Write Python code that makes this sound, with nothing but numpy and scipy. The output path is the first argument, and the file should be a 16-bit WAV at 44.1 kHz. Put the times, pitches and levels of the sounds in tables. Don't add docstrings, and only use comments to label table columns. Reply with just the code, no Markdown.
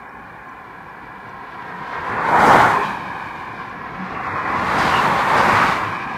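import sys
import numpy as np
from scipy import signal
from scipy.fft import rfft, irfft, next_fast_len
from scipy.io import wavfile
from scipy.ndimage import map_coordinates

SR = 44100
rng = np.random.default_rng(int(sys.argv[2]) if len(sys.argv) > 2 else 0)


def to_linear_factor(level_db):
    exponent = np.asarray(level_db, float) / 20
    return 10 ** exponent


def store_pcm(level_fs):
    pcm = np.round(np.clip(level_fs, -1, 1) * 32767).astype(np.int16)
    wavfile.write(sys.argv[1], SR, np.atleast_2d(pcm).T)


N = 272097


def rms_one(x):
    return x / np.sqrt(np.mean(x ** 2) + 1e-20)


def drift(rate):
    r = np.exp(-80 * np.pi * rate / SR)
    noise = rng.standard_normal(N // 40 + 2002)
    slow = signal.lfilter([1], [1, -2 * r, r * r], noise)[2000:]
    return np.interp(np.arange(N) / 40, np.arange(len(slow)), rms_one(slow))


def ring(clicks, hz, t60):
    r = to_linear_factor(-60 / (t60 * SR))
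    w = 2 * np.pi * hz / SR
    return signal.lfilter([0, np.sin(w)], [1, -2 * r * np.cos(w), r * r], clicks + 1e-18)


def rush(spectrum):
    size = next_fast_len(N + SR)
    hz = np.maximum(np.arange(size // 2 + 1) * SR / size, 1)
    points = np.array(spectrum)
    level_db = np.interp(np.log(hz), np.log(points[:, 0]), points[:, 1], left=-120, right=-120)
    return rms_one(irfft(rfft(rng.standard_normal(size)) * to_linear_factor(level_db), size))


# (time abeam [s], lane distance over speed [s], roar [dB],
# wetness [dB], heaviness [dB])
CARS_SEEN = [
    (2.511, 0.15, -11, 1.4, -1.5),
    (4.330, 0.19, -27.5, -19, 1),
    (4.930, 0.24, -17, 5.5, 1),
    (5.493, 0.21, -15, 3.5, -1.7),
]
CARS_UNSEEN_AHEAD = [(1.86, 0.32, -36, 5.5, -6), (1.96, 0.034, -29.5, -12, -5),
                     (2.13, 0.058, -29.5, -8, 4.5), (3.98, 0.33, -38.5, -14, 11),
                     (4.56, 0.1, -26.5, -12, 4.5)]
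CARS_UNSEEN_BEHIND = [(2.85, 0.056, -43, 20, -3), (3.15, 0.26, -31.5, -7, 0), (3.4, .06, -42.5, 10, -3),
                      (3.58, 0.14, -37, -9, -5), (6.165, 0.26, -30.5, -12, 5)]
FAR_SHARES = np.array([0.59, 0.065, 0.47])
AXLE_OFFSET = 0.29
DOOR_POST, POST_SHARE = 1.4, 0.59
UNSEEN_DIRECT = 0.23


def passing(law, far_db, wet=0, trail=0, heavy=0, unseen_db=0):
    level_db, ahead_db, behind_db, window, fall = law
    t = np.arange(0, N + 100, 100) / SR
    sides = to_linear_factor(2 * far_db) * np.outer(FAR_SHARES / FAR_SHARES.sum(), np.ones_like(t))
    for cars, path in ((CARS_SEEN, None), (CARS_UNSEEN_AHEAD, 0), (CARS_UNSEEN_BEHIND, 2)):
        for s, reach_s, roar_db, wet_db, heavy_db in cars:
            along = (t - s) / reach_s - trail + AXLE_OFFSET * np.array([[-1], [1]])
            car_db = roar_db + level_db + wet * wet_db + heavy * heavy_db + unseen_db * (path == 0)
            power = to_linear_factor(2 * car_db) / (1 + along ** 2) ** fall
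            seen = 1 / (1 + (along / window) ** 6)
            open_path = 1 / (1 + (np.maximum(along, 0) / DOOR_POST) ** 6)
            round_post = POST_SHARE * (1 - open_path)
            from_ahead = (1 - seen) * to_linear_factor(2 * ahead_db) * (along < 0)
            from_abeam = seen * (1 - round_post)
            from_behind = (1 - seen) * to_linear_factor(2 * behind_db) * (along > 0) + seen * round_post
            parts = (power * np.array([from_ahead, from_abeam, from_behind])).mean(axis=1)
            if path is None:
                sides = sides + parts
            else:
                sides[[path, 1]] += np.outer([1 - UNSEEN_DIRECT, UNSEEN_DIRECT], parts.sum(axis=0))
    return np.array([np.interp(np.arange(N) / SR, t, side) for side in sides])


# (level against its roar [dB], shade ahead [dB], shade behind [dB],
# window half-width [lane distances], fall with distance [power])
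ROAR_LAW, FAR_ROAR_DB = (1.75, -5, -26.5, 2.65, 1.6956), -37.5
FAR_GLASS_MS, DOOR_FRAME_MS = (3.71, 2.986, 2.83), (1.604, 1.176, 1.59)
LAG_WANDER_MS = 0.1


def bearing():
    sides = passing(ROAR_LAW, FAR_ROAR_DB)
    shares = sides / sides.sum(axis=0)
    lags_ms = np.array([FAR_GLASS_MS, DOOR_FRAME_MS]) @ shares
    weave_ms = LAG_WANDER_MS * drift(1.45) * [[1], [0.3]]
    return shares, (lags_ms + weave_ms) * SR / 1000


def delayed(x, lag):
    return map_coordinates(x, [np.arange(N) - lag], order=3, mode="wrap")


# (time [s], pitch [ratio])
TREAD_PITCH = [(0, .98), (.9, 0.97), (1.6, 0.96), (2.0, 1.03), (2.2, 1), (2.45, 0.88), (2.7, 0.95),
               (3.4, 1.02), (3.7, 1.075), (4.2, 1.11), (4.5, 1.07), (4.8, 1.034), (5.1, 1.007),
               (5.4, 1.005), (5.62, 1.116), (5.76, 1.106), (6.17, 1.24)]
ECHO_STRENGTHS = [(-.5, -0.077), (-.1, -0.076), (-.08, -0.35)]


def from_three_sides(spectra):
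    shares, lags = bearing()
    pitch_s, pitch_ratio = np.transpose(TREAD_PITCH)
    pitch = np.interp(np.arange(N) / SR, pitch_s, pitch_ratio)
    pitches = pitch, pitch, np.ones(N)
    out = np.zeros(N)
    for spectrum, share, ratio, strengths in zip(spectra, shares, pitches, ECHO_STRENGTHS):
        direct = map_coordinates(rush(spectrum), [np.cumsum(ratio)], order=3)
        echoes = sum(g * delayed(direct, lag) for g, lag in zip(strengths, lags))
        out += np.sqrt(share) * rms_one(direct + echoes)
    return out


def off_door_frame(x, strength):
    shares, lags = bearing()
    return x + strength * shares[2] * delayed(x, lags[1])


# (frequency [Hz], level [dB per Hz])
ROAR_NEARING = [(200, -76), (400, -13.5), (550, -10.5), (711, -12), (975, -2.5), (1250, -9), (1540, -7),
                (2000, -11.5), (2450, -23.5), (2700, -31), (3200, -30.5)]
ROAR_ABEAM = [(200, -20), (300, -10.5), (400, -8), (514, -5), (700, -3), (936, 5.5), (1300, -1.5),
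              (1800, -4.5), (2290, -10.5), (2700, -17.5), (3300, -93), (4000, -55)]
ROAR_LEAVING = [(200, -28), (300, -20.5), (550, -17.5), (800, -6), (1050, 4), (1340, -17), (1650, 0),
                (2030, -25.5), (2300, -6.5), (2540, -10), (2600, -36), (2680, -45)]


def tyre_roar(texture):
    level = np.sqrt(passing(ROAR_LAW, FAR_ROAR_DB).sum(axis=0))
    return level * to_linear_factor(0.5 * texture) * from_three_sides([ROAR_NEARING, ROAR_ABEAM, ROAR_LEAVING])


# (frequency [Hz], level [dB per Hz])
RUMBLE = [(12, -50), (30, -14.5), (70, -9), (107, -6), (140, -2.5), (185, -2.5), (240, -4.5), (353, -6.5),
          (450, -13), (600, -18.5), (800, 0)]
RUMBLE_LAW, FAR_RUMBLE_DB = (-9, -4, -2, 1, 1.27), -45.5


def rumble(texture):
    level = np.sqrt(passing(RUMBLE_LAW, FAR_RUMBLE_DB, heavy=1).sum(axis=0))
    return level * to_linear_factor(0.1 * texture + 1.5 * drift(14)) * rush(RUMBLE)[:N]


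# (frequency [Hz], level [dB per Hz])
SPRAY = [(2000, -25), (2600, 4), (2900, 2.5), (3300, 1.5), (4500, -4), (5500, -11), (7000, -27),
         (9000, -39), (15000, -50)]
SPRAY_ABEAM = [(2000, 1), (2600, 1.5), (3000, 4), (3600, 2), (4500, -2), (5500, -9), (7000, -16.5),
               (9000, -30), (15000, -50)]
SPRAY_LAW, FAR_SPRAY_DB = (-20.5, -6, -4, 1.1, 1.31), -65.5


def spray(texture, puddles):
    level = np.sqrt(passing(SPRAY_LAW, FAR_SPRAY_DB, wet=1, trail=0.083).sum(axis=0))
    return level * to_linear_factor(0.28 * texture + 1.4 * puddles) * from_three_sides([SPRAY, SPRAY_ABEAM, SPRAY])


# (frequency [Hz], level [dB per Hz])
FINE_SPRAY = [(4000, -25), (6000, 2), (8000, -0.5), (11000, -5.5), (14000, -8), (16000, -11)]
FINE_LAW, FAR_FINE_DB = (-29, -13, -6, 1.67, 2.08), -75


def fine_spray(puddles):
    sides = passing(FINE_LAW, FAR_FINE_DB, wet=0.4, trail=0.16, unseen_db=-3)
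    hiss = off_door_frame(rush(FINE_SPRAY)[:N], strength=-0.45)
    return np.sqrt(sides.sum(axis=0)) * to_linear_factor(0.32 * puddles + 0.44 * drift(45)) * hiss


def traffic():
    texture, puddles = drift(19.5), drift(7.8)
    return tyre_roar(texture) + rumble(texture) + spray(texture, puddles) + fine_spray(puddles)


# (frequency [Hz], level [dB per Hz])
CABIN_BOOM = [(30, -30), (46, -4), (55, 4), (64, -7), (90, -15)]


def cabin_boom():
    return to_linear_factor(-56.5) * rush(CABIN_BOOM)[:N]


# (frequency [Hz], level [dB], t60 [s])
RELAY_MODES = [
    [(5400, -52, 0.028), (6400, -70, 0.018)],
    [(5900, -51, 0.027), (7500, -58, .02)],
]
RELAY_START_S, RELAY_PERIOD_S = 0.0905, 0.4003


def relay():
    out = np.zeros(N)
    for k, modes in enumerate(RELAY_MODES):
        times = np.arange(RELAY_START_S + k * RELAY_PERIOD_S, N / SR, 2 * RELAY_PERIOD_S)
        clicks = np.zeros(N)
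        clicks[(times * SR).astype(int)] = 1
        for hz, level_db, t60 in modes:
            soft_landing = ring(clicks, hz, t60) - ring(clicks, hz, 0.3 * t60)
            out += to_linear_factor(level_db + 2) * soft_landing
    return out


# (time [s], length [s], frequency [Hz], level [dB])
DRONES = [(0.93, 0.67, 187, -51), (1.3, 0.22, 113, -48), (1.78, 0.16, 176, -42), (2.356, .12, 962, -14.5),
          (2.5, .25, 174, -37), (2.68, 0.16, 105, -35), (2.658, .14, 1400, -18.5), (2.767, .2, 411, -30.5),
          (2.765, 0.046, 1020, -17), (2.83, .03, 1100, -24), (2.878, .25, 203, -37), (4.05, .3, 188, -36.5),
          (4.801, 0.44, 78.7, -33), (4.916, 0.23, 563, -39), (4.972, .14, 2810, -28), (5.2, 0.28, 185, -35),
          (5.272, 0.064, 965, -24), (5.619, .14, 1532, -22), (5.598, 0.14, 230, -26.5),
          (5.871, 0.21, 107.4, -36.5)]


def drones():
    out, t = np.zeros(N), np.arange(N) / SR
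    for s, length, hz, level_db in DRONES:
        near = np.abs(t - s) < 2 * length
        t60 = 24 / hz
        noise = rng.standard_normal(near.sum())
        tone = rms_one(ring(ring(noise, hz, t60), hz, t60))
        swell = np.exp(-2 * ((t[near] - s) / length * 2.06) ** 2)
        out[near] += to_linear_factor(level_db) * tone * swell
    return out


# (time [s], peak level [dB], frequency [Hz], t60 [s])
THUMPS = [(1.974, -28, 86.65, 0.14), (2.1, -24, 114, 0.075), (3.496, -36.5, 110.6, 0.34),
          (4.276, -30, 102, 0.54), (4.448, -31, 106, 0.09), (5.53, -14.5, 109.1, 0.084)]


def thumps():
    out = np.zeros(N)
    for s, peak_db, hz, t60 in THUMPS:
        click = np.zeros(N)
        click[round(s * SR)] = to_linear_factor(peak_db + 0.5)
        out += ring(click, hz, t60)
        out += 0.6 * ring(click, 0.95 * hz, 2.9 * t60)
        out -= 1.2 * ring(click, 1.01 * hz, 0.81 * t60)
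    return signal.sosfilt(signal.butter(2, 260, fs=SR, output="sos"), out)


# (time [s], length [s], level [dB])
MIST = [(2.1, .08, -61), (2.46, .05, -43), (2.698, 0.046, -48), (2.853, 0.12, -53.5), (4.72, .05, -54),
        (4.82, 0.066, -51), (5.04, 0.064, -53), (5.3, .1, -48.5), (5.7, .1, -57)]


def mist():
    t = np.arange(N) / SR
    power = sum(to_linear_factor(2 * level_db) * np.exp(-2 * ((t - s) / length) ** 2) for s, length, level_db in MIST)
    return np.sqrt(power) * rush(FINE_SPRAY)[:N]


# (time [s], level [dB], t60 [s])
SPLASHES = [(2.39, -36, .3), (2.455, -35.5, 0.77), (2.68, -51, .3), (4.77, -35, .5), (4.965, -46, .3),
            (5.36, -37, 0.73), (5.48, -47, .4)]
# (frequency [Hz], level [dB per Hz])
SPLASH = [(2500, -30), (3500, -17), (4800, 11), (6200, 2), (9000, -6), (14000, -18), (16000, -24)]


def splashes():
    rise_s = 0.016
    t, burst = np.arange(N) / SR, np.zeros(N)
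    for s, level_db, t60 in SPLASHES:
        age = np.maximum(t - s, 0)
        burst += to_linear_factor(level_db - 60 * age / t60) * np.clip(age / rise_s, 0, 1)
    return burst * rush(SPLASH)[:N]


def scene():
    steady = traffic() + cabin_boom() + relay()
    passing_events = drones() + thumps() + mist() + splashes()
    return (steady + passing_events)[None]


# (time [s], length [s], centre [Hz], width [Hz])
BAND_GAPS = [(.1, 0.15, 2650, 201), (0.315, 0.15, 2550, 118.6), (0.653, 0.092, 2550, 160),
             (1.222, 0.071, 2660, 160), (2.206, 0.11, 2937, 120), (2.372, 0.26, 2770, 120),
             (3.194, .1, 2660, 101.4), (3.335, 0.067, 2680, 219.7), (3.563, 0.11, 2760, 140),
             (4.219, 0.088, 2950, 138), (4.31, 0.13, 2945, 300), (4.39, 0.34, 2750, 242),
             (4.72, 0.097, 2973, 120), (5.128, 0.058, 2938, 121), (5.94, 0.13, 2680, 140.1)]


def thin_bands(x):
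    out, t = x.copy(), np.arange(N) / SR
    for s, length, hz, width_hz in BAND_GAPS:
        near = np.abs(t - s) < length
        edges_hz = [hz - width_hz / 2, hz + width_hz / 2]
        band = signal.butter(2, edges_hz, "band", fs=SR, output="sos")
        gate = 0.92 * np.clip(2 - 4 * np.abs(t[near] - s) / length, 0, 1)
        out[:, near] -= gate * signal.sosfiltfilt(band, out[:, near])
    return out


def top_cut(x):
    return signal.sosfilt(signal.butter(12, 15320, fs=SR, output="sos"), x)


# (frequency [Hz], level [dB per Hz])
MIC_HISS = [(20, -8), (3000, -3), (8000, -6), (16000, -5)]


def record(dry):
    x = dry + to_linear_factor(-68) * rush(MIC_HISS)[:N]
    x = signal.sosfilt(signal.butter(1, 46, "high", fs=SR, output="sos"), x)
    x = x / (1 + np.abs(x / 0.99) ** 8) ** (1 / 8)
    return top_cut(thin_bands(x))


dry = scene()
out = record(dry)
store_pcm(out)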